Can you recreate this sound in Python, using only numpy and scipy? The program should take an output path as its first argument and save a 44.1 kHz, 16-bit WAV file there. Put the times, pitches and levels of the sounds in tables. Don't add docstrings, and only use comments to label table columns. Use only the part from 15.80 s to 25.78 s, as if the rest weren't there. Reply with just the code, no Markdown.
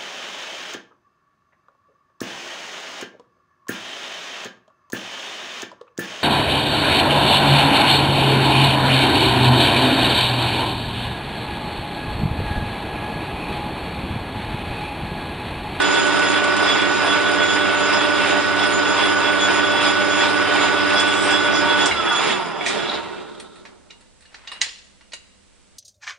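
import sys
import numpy as np
from scipy import signal
from scipy.fft import rfft, irfft, next_fast_len
from scipy.io import wavfile
from scipy.ndimage import uniform_filter1d

SR = 44100
rng = np.random.default_rng(int(sys.argv[2]) if len(sys.argv) > 2 else 0)


def invert_db(level):
    return 10 ** (np.asarray(level, dtype=float) / 20)


def put_to_file(sound):
    columns = np.atleast_2d(sound).T
    safe = np.clip(columns, -1, 1)
    whole_steps = np.round(safe * 32767)
    wavfile.write(sys.argv[1], SR, whole_steps.astype(np.int16))


N = 440107
T = np.arange(N) / SR
HZ = np.maximum(np.arange(N // 2 + 1) * SR / N, 1)
MESH_HZ = 296.08
BLOW_S = 8.8148

# (frequency [Hz], left-right likeness [-1 to 1])
LIKENESS = [(60, -0.8), (80, 0.12), (110, -0.39), (170, -0.79), (240, -0.22), (340, -0.96), (430, -0.57),
            (550, 0.0048), (700, 0.76), (2000, 0.76), (3400, 0.73), (5000, 0.07), (7000, -0.3)]


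def rms_one(x):
    return x / np.sqrt(np.mean(x ** 2) + 1e-20)


def mid_rms_one(pair):
    return pair / pair.mean(axis=0).std()


def in_time(rows):
    s, *columns = np.transpose(rows)
    return [np.interp(T, s, c) for c in columns]


def at_hz(points, hz):
    table_hz, values = np.transpose(points)
    return np.interp(np.log(hz), np.log(np.maximum(table_hz, 1)), values)


def drift(rate_hz):
    r = np.exp(-40 * np.pi * rate_hz / SR)
    slow = signal.lfilter([1], [1, -2 * r, r * r], rng.standard_normal(N // 20 + 4002))[4000:]
    return np.interp(np.arange(N) / 20, np.arange(len(slow)), rms_one(slow))


def decay(start_s, peak_db, t60_s):
    return invert_db(peak_db - 60 * np.abs(T - start_s) / t60_s) * (T > start_s)


def resonance(x, hz, width_hz):
    r = np.exp(-np.pi * width_hz / SR)
    poles = [1, -2 * r * np.cos(2 * np.pi * hz / SR), r * r]
    return signal.lfilter([(1 - r * r) / 2, 0, (r * r - 1) / 2], poles, x + 1e-18)


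def band(x, low_hz, high_hz):
    return signal.sosfilt(signal.butter(2, [low_hz, high_hz], "band", fs=SR, output="sos"), x)


def grit(flutter_db, rate_hz, apart):
    flutter = invert_db(flutter_db * drift(rate_hz))
    return flutter * (rng.standard_normal(N) + apart * rng.standard_normal((2, N)))


def two_ports(gain, alike_share, mid=None, side=None):
    # (frequency [Hz], left minus right [dB])
    lean_table = [(60, -1), (170, -3), (460, -2.5), (1280, -3), (3560, -3), (9880, -1.5)]
    if mid is None:
        mid, side = rng.standard_normal((2, N))
    alike = np.clip(alike_share * at_hz(LIKENESS, HZ), -1, 1)
    mid, side = rfft(mid) * np.sqrt(1 + alike), rfft(side) * np.sqrt(1 - alike)
    lean = invert_db(at_hz(lean_table, HZ) / 2)
    return gain * np.array([(mid + side) * lean, (mid - side) / lean])


def tones(cycles, rows, leads, wander_db):
    out = np.zeros((2, N))
    for (k, left_db, right_db), lead in zip(rows, leads):
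        phase = 2 * np.pi * (k * cycles + rng.random())
        pair = np.array([invert_db(left_db) * np.sin(phase), invert_db(right_db) * np.sin(phase + lead)])
        out += invert_db(4 + wander_db * drift(19.0)) * pair
    return out


def ringing(level_db, hz, width_hz, alike, even=.3):
    held = resonance(resonance(rng.standard_normal((2, N)), hz, width_hz), hz, 3 * width_hz)
    mid, side = held / (uniform_filter1d(held ** 2, size=500) + 1e-12) ** even
    alike = np.clip(alike, -1, 1)
    mid = np.sqrt(1 + alike) * mid / mid.std()
    side = np.sqrt(1 - alike) * side / side.std()
    return invert_db(level_db) * mid_rms_one(np.array([mid + side, mid - side])) * invert_db([[-1.5], [1.4]])


def chirp(s, length_s, hz, db, width_hz, edge_s):
    window = np.clip(np.minimum(T - s + edge_s, s + length_s + 2 * edge_s - T) / edge_s / 2, 0, 1)
    span = slice(int((s - .1) * SR), int((s + length_s + .1) * SR))
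    noise = rng.standard_normal(span.stop - span.start)
    held = resonance(resonance(noise, hz, width_hz), hz, 2 * width_hz)
    out = np.zeros(N)
    out[span] = rms_one(held / (uniform_filter1d(held ** 2, size=500) + 1e-12) ** .35)
    return invert_db(db) * window * out


def bursts(rows, edges_hz):
    out, bare = np.zeros((2, N))
    white = rng.standard_normal(N)
    bands = [rms_one(band(white, *edges)) for edges in edges_hz]
    for s, peak_db, second_db, third_db, t60_s in rows:
        span = slice(int(s * SR), min(int((s + .6) * SR), N))
        age = T[span] - T[span.start]
        crack = (1 - np.exp(-age / 0.00071)) * (1 + 1.67 * np.exp(-age / 0.0082))
        shape = invert_db(peak_db - 15.0 - 60 * age / max(t60_s, .005)) * crack
        out[span] += shape * sum(invert_db(db) * b[span] for db, b in zip((0, second_db, third_db), bands))
        bare[span] += shape * white[span]
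    return out, bare


def casing_gain(hz, base_db):
    # (frequency [Hz], width [Hz], level [dB])
    casing = [(330, 10, -20), (366, 27, -0.5), (390, 4, -3.5), (437, 33, -3), (598, 11, 2.5),
              (676.5, 11, 1.5), (719, 10, 0.5), (788, 66, -6), (847, 55, -8), (932, 9, 3.5),
              (978, 14, -16.5), (1050, 19, -3), (1194, 56, -6), (1336, 47, 0), (1465, 46, 2.5),
              (1655, 17, 1.5), (1740, 12, 1), (1892, 39, 0), (2070, 90, -4), (2220, 29, -2.5),
              (2394, 83, -4), (2650, 32, -0.5), (2787, 39, -2), (3050, 10, 2), (3740, 100, -8),
              (7580, 65, -17.5)]
    modes = sum(invert_db(2 * db) / (1 + (2 * (hz - top) / width) ** 2) for top, width, db in casing)
    return np.sqrt(invert_db(2 * base_db) + modes)


def whine(turn, current):
    # (multiple [1], left [dB], right [dB])
    mesh = [(1, -45.3, -34.3), (2, -35.8, -30.5), (3, -44.5, -38.9), (4, -38.3, -33.1), (5, -26.6, -23.2),
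            (6, -45.2, -46.4)]
    # (multiple [1], left [dB], right [dB])
    idler = [(1, -34.4, -41.4), (2, -46.6, -41.3), (3, -52, -43), (4, -38, -31.3), (5, -47, -37)]
    # (frequency [Hz], left [dB], right [dB])
    hum = [(75.4, -62.8, -62.5), (86.1, -61.2, -51.4), (100.1, -48.8, -43.6), (150.3, -44.7, -44.1),
           (200, -34.5, -31.1), (207.3, -42.6, -38.4), (300.1, -42.0, -29.4), (325, -42.5, -37.9),
           (400, -43.2, -35.6), (500, -46.3, -39.2)]
    mesh_lead = [3, -.8, -.1, -.8, .3, .4]
    idler_lead = [.4, -.3, -.1, .05, .1]
    hum_lead = [-2.8, .45, .8, -3.1, 3.04, 2.95, 2.6, 2.2, -.1, -1.7]
    spindle_hz, idler_mesh_hz = 7.402, 284.95
    swell = 1 + .13 * np.sin(2 * np.pi * spindle_hz * turn + 1.3)
    gears = tones(MESH_HZ * turn, mesh, mesh_lead, wander_db=.7) * swell
    gears = gears + tones(idler_mesh_hz * turn, idler, idler_lead, wander_db=1.5)
    return current * (gears + tones(T, hum, hum_lead, wander_db=1.2))


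def coasting(turn, speed):
    # (time [s], level [dB])
    coast = [(6.06, -72), (6.09, -38), (6.2, -33), (6.45, -33), (6.65, -38), (6.9, -45), (7.1, -52),
             (7.5, -68), (7.8, -98)]
    # (time [s], level [dB])
    tooth_beat = [(6.1, -70), (6.2, -49), (6.36, -46), (6.44, -43), (6.52, -39), (6.6, -43), (6.72, -46),
                  (6.85, -55), (7.0, -70)]
    out = 0
    for k, db in ((1.25, -15), (2, -11.5), (3, -11), (3.85, -5.5), (4, -7.5), (5, 6.5), (6, 1)):  # (multiple, dB)
        flare = casing_gain(k * MESH_HZ * speed[::50], base_db=-11).repeat(50)[:N] ** 1.2
        phase = 2 * np.pi * k * MESH_HZ * turn + .8 * drift(12) + .35 * drift(45)
        broken = invert_db(2.5 * drift(20)) * np.sin(phase)
        out = out + invert_db(db) * flare * broken / (1 + (k * MESH_HZ * speed / 1560) ** 24)
    beat = invert_db(in_time(tooth_beat)[0] + 1.5 * drift(12))
    beat = beat * np.sin(2 * np.pi * MESH_HZ * turn + 0.76 * drift(10))
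    beat = beat * (T > tooth_beat[0][0]) * (T < tooth_beat[-1][0])
    return (invert_db(in_time(coast)[0] + 6.5) * out + beat) * invert_db([[-2], [1.5]])


def surges():
    # (time [s], rattle lift [dB], large wheel lift
    # [dB], small wheel lift [dB])
    surge_rows = [(0.175, 1, 8, 5), (0.465, 1.5, 2.5, 6), (0.58, 2.5, -5, 2), (0.87, 3, 12, 6),
                  (0.97, 2, 7, -4), (1.25, 2, 2, 7), (1.37, 1.5, -1, 2), (1.51, 1, 0, 7), (1.745, 2, 5, 10),
                  (1.96, 1, -13, -2), (2.14, 4, 15, 6), (2.41, 2.5, 0, 3), (2.49, 4.5, 1, 4),
                  (2.85, 2, 9, 11), (2.94, 1, -3, 6), (3.19, 2.5, 4, 5), (3.28, 2, 3, 10),
                  (3.51, 0.5, 0, 3), (3.63, 0.5, 3, 6), (3.74, 2.5, 6, 5), (4.07, 5, 14, 9),
                  (4.36, 0, 2, 8), (4.44, 6.5, 7, 0), (4.74, 2.5, 3, 3), (4.84, 4, 5, 5),
                  (5.01, 0, 1, -5.5), (5.185, 4, 19, 0), (5.515, 3.5, 10, 5), (5.77, -0.5, 15, -2),
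                  (6.03, 3.5, 8, 8),
                  (6.33, 0.94, 6.7, 13.5), (6.485, -1, 5.5, 2), (6.83, 3, 4, -3), (7.0, -3, 2.5, 1),
                    (7.09, -3, 5, -14)]
    rise_s, fall_s = 0.053, 0.048
    rows, coarse = np.array(surge_rows), T[::50]
    age = coarse - rows[:, :1]
    lifts = rows[:, 1:].T @ np.exp(-(age / np.where(age < 0, rise_s, fall_s)) ** 2)
    return [np.interp(T, coarse, lift) for lift in lifts]


def rattle(turn, strength_db, bite_db, lift_db):
    # (frequency [Hz], density [dB per Hz])
    colour = [(40, -32), (75, -41.5), (120, -23), (170, -12.5), (250, -19), (330, -7.5), (520, -15.5),
              (900, -6), (1500, -9), (3400, -8), (4300, -16.5), (5800, -27), (7700, -25), (9900, -30.5)]
    # (level at rest value [dB], share of strength [1], share of bite [1], share of surge [1])
    ranges = [(-33.5, 0.8, 1.56, 0.35), (-30, 1.11, 0.21, 0.73), (-28, 1.43, 2.3, 0.86),
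              (-34, 0.89, 5.95, 1)]
    gate = invert_db(0.97 * drift(200) + .4 * drift(9)) * (1 + 0.088 * np.cos(2 * np.pi * MESH_HZ * turn))
    mid, side = gate * rng.standard_normal((2, N))
    gain = invert_db(at_hz(colour, HZ)) * casing_gain(HZ, base_db=-10.0)
    spectrum = two_ports(gain, 0.94, mid, side)
    spans_hz = ((310, 580), (620, 1100), (1600, 3300), (3500, 4900))
    place = at_hz([(520, 0), (680, 1), (1200, 1), (1800, 2), (3000, 2), (3800, 3)], HZ)
    out = 0
    for k, (db, follows, bites, surge) in enumerate(ranges):
        low_hz, high_hz = spans_hz[k]
        level_db = db + follows * strength_db + bites * bite_db + surge * lift_db
        part = irfft(spectrum * np.clip(1 - abs(place - k), 0, 1), N)
        heard = irfft(spectrum.mean(axis=0) * ((HZ >= low_hz) & (HZ < high_hz)), N)
        out = out + invert_db(level_db + 1.48 + 0.76 * drift(15)) * part / heard.std()
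    return out


def flares(rows):
    rise_s, fall_s = .022, .034
    s, db = np.transpose(rows)[:, :, None]
    age = T[::50] - s
    power = invert_db(2 * db) * np.exp(-(age / np.where(age < 0, rise_s, fall_s)) ** 2)
    return np.interp(T, T[::50], power.max(axis=0))


def wheels(speed, strength_db, bite_db, lifts_db):
    # (frequency [Hz], width [Hz], evenness [0-0.5])
    wheel_modes = [(3391, 17, .46), (4992, 50, .25), (5200, 420, .3), (4870, 90, .15), (6819, 14, .46),
                   (9070, 45, .3)]
    # (level [dB], share of strength [1], share of bite [1], share of surge [1], flutter [dB])
    large_wheel = [(-49, 1.3, 0.7, 0.3, 1.6), (-50, 0.52, 1.9, 0.45, 1.2), (-52, 1.2, 1.2, 0.47, 1.2),
                   (-53, .8, 1.2, .4, 1.2)]
    # (level [dB], share of strength [1], share of bite [1], share of surge [1], flutter [dB])
    small_wheel = [(-58, 1.3, 1.1, 0.35, 1.6), (-59, 1.7, 1.6, 0.55, 1.8)]
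    ring_loss_db = [5, 16, 6, 12, 3.5, 6]
    # (time [s], peak [dB])
    large_flares = [(0.034, -27), (0.166, -26.5), (0.465, -32.3), (0.556, -28.5), (0.902, -21),
                    (1.007, -25.5), (1.306, -24.5), (1.472, -30), (1.628, -25.5), (1.703, -26),
                    (1.805, -31), (2.034, -33), (2.159, -31), (2.22, -27.5), (2.374, -34), (2.823, -28),
                    (3.086, -30), (3.195, -27), (3.24, -24), (3.463, -26), (3.626, -21.5), (3.796, -30.5),
                    (3.85, -27), (3.923, -28.5), (3.986, -26), (4.079, -26), (4.19, -33), (4.329, -28),
                    (4.406, -24.5), (4.825, -29), (4.991, -31), (5.188, -20), (5.29, -25), (5.379, -29),
                    (5.551, -21), (5.662, -26.5), (5.751, -28), (5.905, -22.5), (6.011, -22.5),
                    (6.073, -31), (6.19, -28.5), (6.293, -23.5), (6.365, -23), (6.512, -27.5),
                    (6.821, -36.5), (6.905, -51), (7.005, -36), (7.066, -36)]
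    # (time [s], peak [dB])
    small_flares = [(0.066, -40), (0.116, -38), (0.2, -36), (0.263, -42), (0.336, -42), (0.406, -45.4),
                    (0.485, -38.5), (0.776, -46.7), (0.934, -38.5), (1.102, -42), (1.168, -42),
                    (1.311, -41), (1.644, -39), (1.714, -39), (1.98, -40), (2.054, -39), (2.179, -40),
                    (2.383, -52), (2.501, -39), (2.585, -44), (2.955, -34), (3.091, -40), (3.138, -41),
                    (3.295, -45), (3.374, -42), (3.633, -35), (3.753, -41), (4.088, -41), (4.236, -43),
                    (4.315, -40), (4.399, -38.5), (4.737, -45.7), (4.834, -36), (5.209, -42), (5.338, -43),
                    (5.603, -45), (5.771, -39), (6.023, -37.5), (6.367, -37.5), (6.44, -40), (6.524, -46),
                    (6.868, -51)]
    counts = [len(large_wheel), len(small_wheel)]
    strikes = {0: flares(large_flares), counts[0]: flares(small_flares)}
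    stop_db = 45 * np.maximum(T - 7.15, 0)
    mode_lifts_db = np.repeat(lifts_db, counts, axis=0)
    out = 0
    for k, (db, follows, bites, surge, flutter_db) in enumerate(large_wheel + small_wheel):
        hz, width_hz, even = wheel_modes[k]
        level_db = db + follows * strength_db + bites * bite_db + surge * mode_lifts_db[k]
        level_db = level_db + flutter_db * 2.4 * np.tanh(2 * drift(22)) - ring_loss_db[k] * (1 - speed)
        gain = np.sqrt(invert_db(2 * (level_db + 8.0 - stop_db)) + strikes.get(k, 0))
        out = out + gain * ringing(0, hz, width_hz, at_hz(LIKENESS, hz), even)
    return out


def brake():
    start_s, hold_s, attack_s, release_s = 7.09, 0.063, 0.056, 0.047
    level_db, hz, width_hz = -32, 3780, 810
    early, late = np.maximum(start_s - T, 0), np.maximum(T - start_s - hold_s, 0)
    scrape = resonance(resonance(grit(2.2, 70, 0.97), hz, width_hz), hz, width_hz)
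    return invert_db(level_db) * np.exp(-early / attack_s - late / release_s) * rms_one(scrape)


def bench(strength_db, bite_db):
    # (time [s], peak [dB], t60 [s])
    thumps = [
        (6.097, -42, 0.58),
        (8.813, -50, 0.23),
    ]
    # (time [s], length [s], frequency [Hz], level [dB])
    bed_ring = (6.1, .11, 90, -45)
    # (time [s], length [s], frequency [Hz], level [dB])
    bed_settle = (7.14, .12, 84, -55)
    # (time [s], length [s], frequency [Hz], level [dB])
    casing_hum = (7.25, .55, 1330, -57)
    shudder_colour = [(50, -21), (90, -13.5), (150, -5), (200, 2.0), (280, 1.0), (300, -45)]  # (Hz, dB)
    shudder = mid_rms_one(irfft(two_ports(invert_db(at_hz(shudder_colour, HZ)), 0.82), N))
    shudder = invert_db(-41.5 + 0.6 * strength_db + 0.96 * bite_db) * np.clip((T - 6.05) * 10, 0, 1) * shudder
    deep = rms_one(band(rng.standard_normal(N), 25, 110))
    out = shudder + sum(decay(*row) for row in thumps) * deep
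    out = out + chirp(*bed_ring, width_hz=6.0, edge_s=.025)
    out = out + chirp(*bed_settle, width_hz=6.5, edge_s=0.033)
    return out + chirp(*casing_hum, width_hz=68, edge_s=0.035)


def levers():
    # (time [s], peak 4.3-8.1 kHz [dB], 1.9-2.4 kHz relative [dB], lows relative [dB], t60 [s])
    ticks = [(6.049, -31, -7, -12, 0.05), (6.0567, -11, -14, -14, 0.06), (6.069, -27, -12, -14, 0.11),
             (6.1108, -29, 25, -21, 0.04), (6.808, -40.5, 24, -8, 0.053), (6.856, -27.5, 9.5, -13, 0.18),
             (6.8624, -19, 6, -11, 0.09), (6.878, -21, -2, -16, 0.14), (6.893, -45, 8, -11, 0.23)]
    return bursts(ticks, ((4300, 8100), (1940, 2350), (40.3, 1800)))[0]


def caliper():
    # (time [s], peak [dB])
    brush = [(0, -19), (.8, -19.5), (1.3, -26.5), (2.8, -32)]
    start_s, gap_s = .0174, .12465
    times = np.arange(start_s, brush[-1][0], gap_s)
    levels_db = np.interp(times, *np.transpose(brush)) + rng.normal(0, 0.64, len(times))
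    rows = [(s, db, -1, -30, .03) for s, db in zip(times, levels_db)]
    return bursts(rows, ((5200, 8200), (4300, 5500), (1000, 4300)))[0]


def hand_wheel():
    # (time [s], peak 6.5-9.2 kHz [dB], 5.05-5.4 kHz relative [dB], lows relative [dB], t60 [s])
    nudges = [(5.199, -16, -24, -28.5, 0.04), (5.212, -36, -8, -22, .05), (5.276, -23, -1, -26, .04),
              (5.432, -24, -7, -32, .03), (5.5063, -18.5, -3, -27, 0.05)]
    # (time [s], length [s], frequency
    # [Hz], level [dB])
    chirp_rows = [(5.272, .02, 7750, -46), (5.33, .05, 7760, -45), (5.385, .06, 7740, -39),
                  (5.445, .04, 7680, -44), (5.34, .025, 5780, -44), (5.42, .035, 5760, -44),
                  (5.42, .06, 8670, -43), (5.375, .075, 9750, -48), (5.505, .015, 7720, -39),
                  (5.51, .05, 7420, -43), (5.51, .015, 5750, -42), (5.537, .015, 5800, -43),
                  (5.53, .03, 8420, -47), (5.465, .02, 5780, -45), (5.72, .035, 5830, -43),
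                  (5.28, .03, 8750, -48), (5.21, .015, 8650, -47), (5.36, .04, 5950, -48),
                  (6.11, .012, 2800, -28), (6.112, .012, 4000, -33)]
    start_s, length_s = 5.26, .3
    within = np.clip(np.minimum(T - start_s, start_s + length_s - T) * 20, 0, 1)
    chatter = invert_db(-50 + 4 * drift(60)) * within * rms_one(band(rng.standard_normal(N), 7200, 10000))
    chirps = sum(chirp(*row, width_hz=90, edge_s=.005) for row in chirp_rows)
    return bursts(nudges, ((6500, 9200), (5050, 5400), (40, 1800)))[0] + chirps + chatter


def tray():
    # (time [s], peak 1.6-4.2 kHz [dB], above 5 kHz relative [dB], 0.4-2.2 kHz relative [dB], t60 [s])
    knocks = [(7.5987, -35, 7.5, -1, 0.051), (7.756, -49.5, 5, -14, 0.19), (7.8518, -46, -19, 15, 0.17),
              (8.105, -38.5, -24, 2.5, 0.057), (8.2067, -49, 5, -18, 0.077), (8.2594, -75, 5, -3, 0.12),
              (8.4064, -51, 10, -12, 0.047), (8.42, -51, 3, -17, 0.12), (8.4537, -51, -23, -11, 0.09),
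              (8.526, -60, -12, 15, 0.084), (8.543, -39, -27, 3.5, 0.093), (8.6695, -45, -23, -12, 0.051),
              (8.6732, -33, -34, -4, 0.063), (8.7163, -33, 3, 0, 0.16), (8.8635, -37, -10, 3.5, 0.13),
              (9.2075, -55, -23, 11, 0.13), (9.3196, -39, -24.5, -7, 0.11)]
    # (time [s], peak 1.6-4.2 kHz [dB], above 5 kHz relative [dB], 0.4-2.2 kHz relative [dB], t60 [s])
    drops = [
        (8.8102, -27.5, -30, -5, .1),
        (8.815, -18, -50, -33, 0.1),
        (9.3334, -27.5, -31, -3.5, 0.07),
    ]
    # (frequency [Hz], width [Hz], level [dB])
    tray_modes = [(1150, 500, -12), (2020, 300, -1), (2750, 400, -5), (3900, 400, 0), (4400, 450, -4),
                  (5000, 500, -8), (5800, 500, -6), (6500, 500, -3)]
    # (time [s], peak [dB])
    key_hits = [(8.103, -48), (8.455, -57), (8.673, -40), (8.722, -39), (9.212, -58), (9.335, -43)]
    key_hz, key_t60_s = 2845, 0.27
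    edges_hz = ((1600, 4200), (5000, 10000), (400, 2200))
    light, light_bare = bursts(knocks, edges_hz)
    hard, hard_bare = bursts(drops, edges_hz)
    bare = hard_bare + invert_db(4.5) * band(light_bare, 530, 4100)
    sheet = invert_db(13) * sum(invert_db(db) * resonance(bare, hz, width_hz) for hz, width_hz, db in tray_modes)
    key = sum(decay(s, db, key_t60_s) for s, db in key_hits)
    key = key * np.sin(2 * np.pi * key_hz * T + .9 * drift(45)) * invert_db(2 * drift(70))
    return light + hard + sheet + key


def tool_bodies():
    # (time [s], frequency [Hz], peak [dB], t60 [s])
    bodies = [(7.5995, 3300, -36, .05), (7.6, 5600, -42, .03), (8.102, 2400, -42, .04),
              (8.4537, 1750, -46, .04), (8.455, 2900, -50, .05), (8.545, 1750, -38, .05),
              (8.546, 2250, -39, .045), (9.2105, 2000, -49, .04), (9.212, 2800, -50, .04),
              (8.796, 290, -46, .05), (9.335, 580, -50, .09), (9.334, 6300, -36, .05),
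              (9.334, 2950, -35, .04), (7.852, 2500, -46, .05), (8.717, 2000, -38, .04),
              (8.717, 3500, -38, .04), (8.868, 1750, -36, .04)]
    return sum(decay(s, db, t60_s) * np.sin(2 * np.pi * hz * (T - s)) for s, hz, db, t60_s in bodies)


def settling_rod():
    # (time [s], peak [dB], first pitch [Hz], last pitch [Hz], sag [s], t60 [s])
    roll = (8.718, -40, 1150, 870, .02, .16)
    s, db, first_hz, last_hz, sag_s, t60_s = roll
    pitch_hz = last_hz + (first_hz - last_hz) * np.exp(-np.maximum(T - s, 0) / sag_s)
    phase = 2 * np.pi * np.cumsum(pitch_hz) / SR + .6 * drift(60)
    return decay(s, db, t60_s) * invert_db(4.0 * drift(80)) * np.sin(phase)


def clank():
    # (frequency [Hz], level [dB])
    clank_modes = [(1980, -15.5), (2900, -14), (3850, -12), (4150, -14), (4900, -16), (5800, -15),
                   (6500, -12), (6850, -20)]
    t60_s = .03
    age = np.maximum(T - BLOW_S, 0)
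    out = 0
    for k, (hz, db) in enumerate(clank_modes):
        out = out + invert_db(db - 60 * age / t60_s) * np.sin(2 * np.pi * hz * age) * (-1) ** k
    return out


def jangle():
    jangle_hz = [1950, 2860, 3400, 4200, 4690, 5300, 6790]
    level_db, t60_s = -28.5, 0.51
    age = np.maximum(T - BLOW_S, 0)
    loose = grit(2.5, 90, 0.65)
    pieces = sum(resonance(loose, hz, 70) for hz in jangle_hz)
    envelope = invert_db(level_db - 60 * age / t60_s) * (1 - np.exp(-age / .004))
    return envelope * rms_one(band(loose, 2270, 5300) + 2.3 * pieces)


def dragged_tool():
    # (time [s], level [dB])
    drag = [(8.3, -82), (8.486, -60), (8.66, -50), (8.74, -45), (8.8, -40), (8.82, -30)]
    within = np.clip(np.minimum(T - drag[0][0], drag[-1][0] - T) * 20, 0, 1)
    return invert_db(in_time(drag)[0]) * within * rms_one(band(grit(2.2, 164, 1.1), 610, 2700))


def workshop(x):
    age = T[:SR]
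    early, late = rng.standard_normal((2, 2, SR))
    tail = invert_db(-25.0 - 60 * age / 0.15) * early + invert_db(-41.0 - 60 * age / 0.77) * band(late, 700, 7700)
    tail = tail * (1 - np.exp(-age / 0.001))
    size = next_fast_len(N + SR)
    return irfft(rfft(x, size) * rfft(tail, size), size)[:, :N]


def shop_floor():
    # (frequency [Hz], density [dB per Hz])
    shop_colour = [(20, -6.5), (44, -1.5), (120, -13.5), (205, -11), (330, -13), (500, -16), (760, -22.5),
                   (900, -23), (1000, -22.5), (2700, -23.5), (6000, -25.5), (10300, -26.5)]
    # (frequency [Hz], width [Hz], level [dB])
    shop_hum = [(199.5, 2.5, -72), (500.6, 2, -76), (899, 2.5, -78)]
    # (frequency [Hz], width [Hz], level [dB])
    mic_whistle = (7900, 200, -73)
    shop = irfft(two_ports(invert_db(at_hz(shop_colour, HZ)), 0.67), N)
    whistle_hz, whistle_width_hz, whistle_db = mic_whistle
    out = invert_db(-57) * mid_rms_one(shop) + ringing(whistle_db, whistle_hz, whistle_width_hz, .1)
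    return out + sum(ringing(db, hz, width_hz, .3) for hz, width_hz, db in shop_hum)


def scene():
    # (time [s], speed [0-1], motor current [0-1])
    spindle = [(0, 1, 1), (6.065, 1, 1), (6.085, .985, 0), (6.2, .895, 0), (6.42, .76, 0), (6.6, .63, 0),
               (6.9, .44, 0), (7.7, .02, 0), (10, .02, 0)]
    # (time [s], strength [dB], bite [dB])
    backlash = [(0, 1, 0), (.6, 0.5, -0.5), (6.05, 0.5, -0.5), (6.17, -2, -0.5), (6.3, 0.5, -1.5),
                (6.51, 1.5, 0.5), (6.56, -2, -0.5), (6.78, -4.5, -2.5), (6.85, -6, -0.5), (6.875, -6, 1.5),
                (6.98, -1, 0), (7.15, -1, -1.5), (7.22, -8.5, -1), (7.36, -12, -1), (7.8, -26.5, -0.5),
                (8.2, -34, -6)]
    speed, current = in_time(spindle)
    turn = np.cumsum(speed) / SR
    strength_db, bite_db = in_time(backlash)
    strength_db = strength_db - 20 * np.maximum(T - 8.2, 0) / 0.23
    rattle_lift_db, *wheel_lifts_db = surges()
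    gears = rattle(turn, strength_db, bite_db, rattle_lift_db) + wheels(speed, strength_db, bite_db, wheel_lifts_db)
    lathe = whine(turn, current) + coasting(turn, speed) + gears + brake() + bench(strength_db, bite_db)
    hits = levers() + caliper() + hand_wheel() + tray()
    blow = tool_bodies() + settling_rod() + clank()
    near = (hits + blow) * invert_db([[-1.5], [1.3]])
    return lathe + near + jangle() + dragged_tool() + workshop(hits) + shop_floor()


def roll_off(x):
    return signal.sosfilt(signal.butter(12, 10480, fs=SR, output="sos"), x)


def record(dry):
    rounded = 1.503 * np.tanh(dry / 1.522)
    cut = signal.ellip(10, .3, 70, 9950, fs=SR, output="sos")
    return roll_off(signal.sosfilt(cut, rounded))


dry = scene()
out = record(dry)
put_to_file(out)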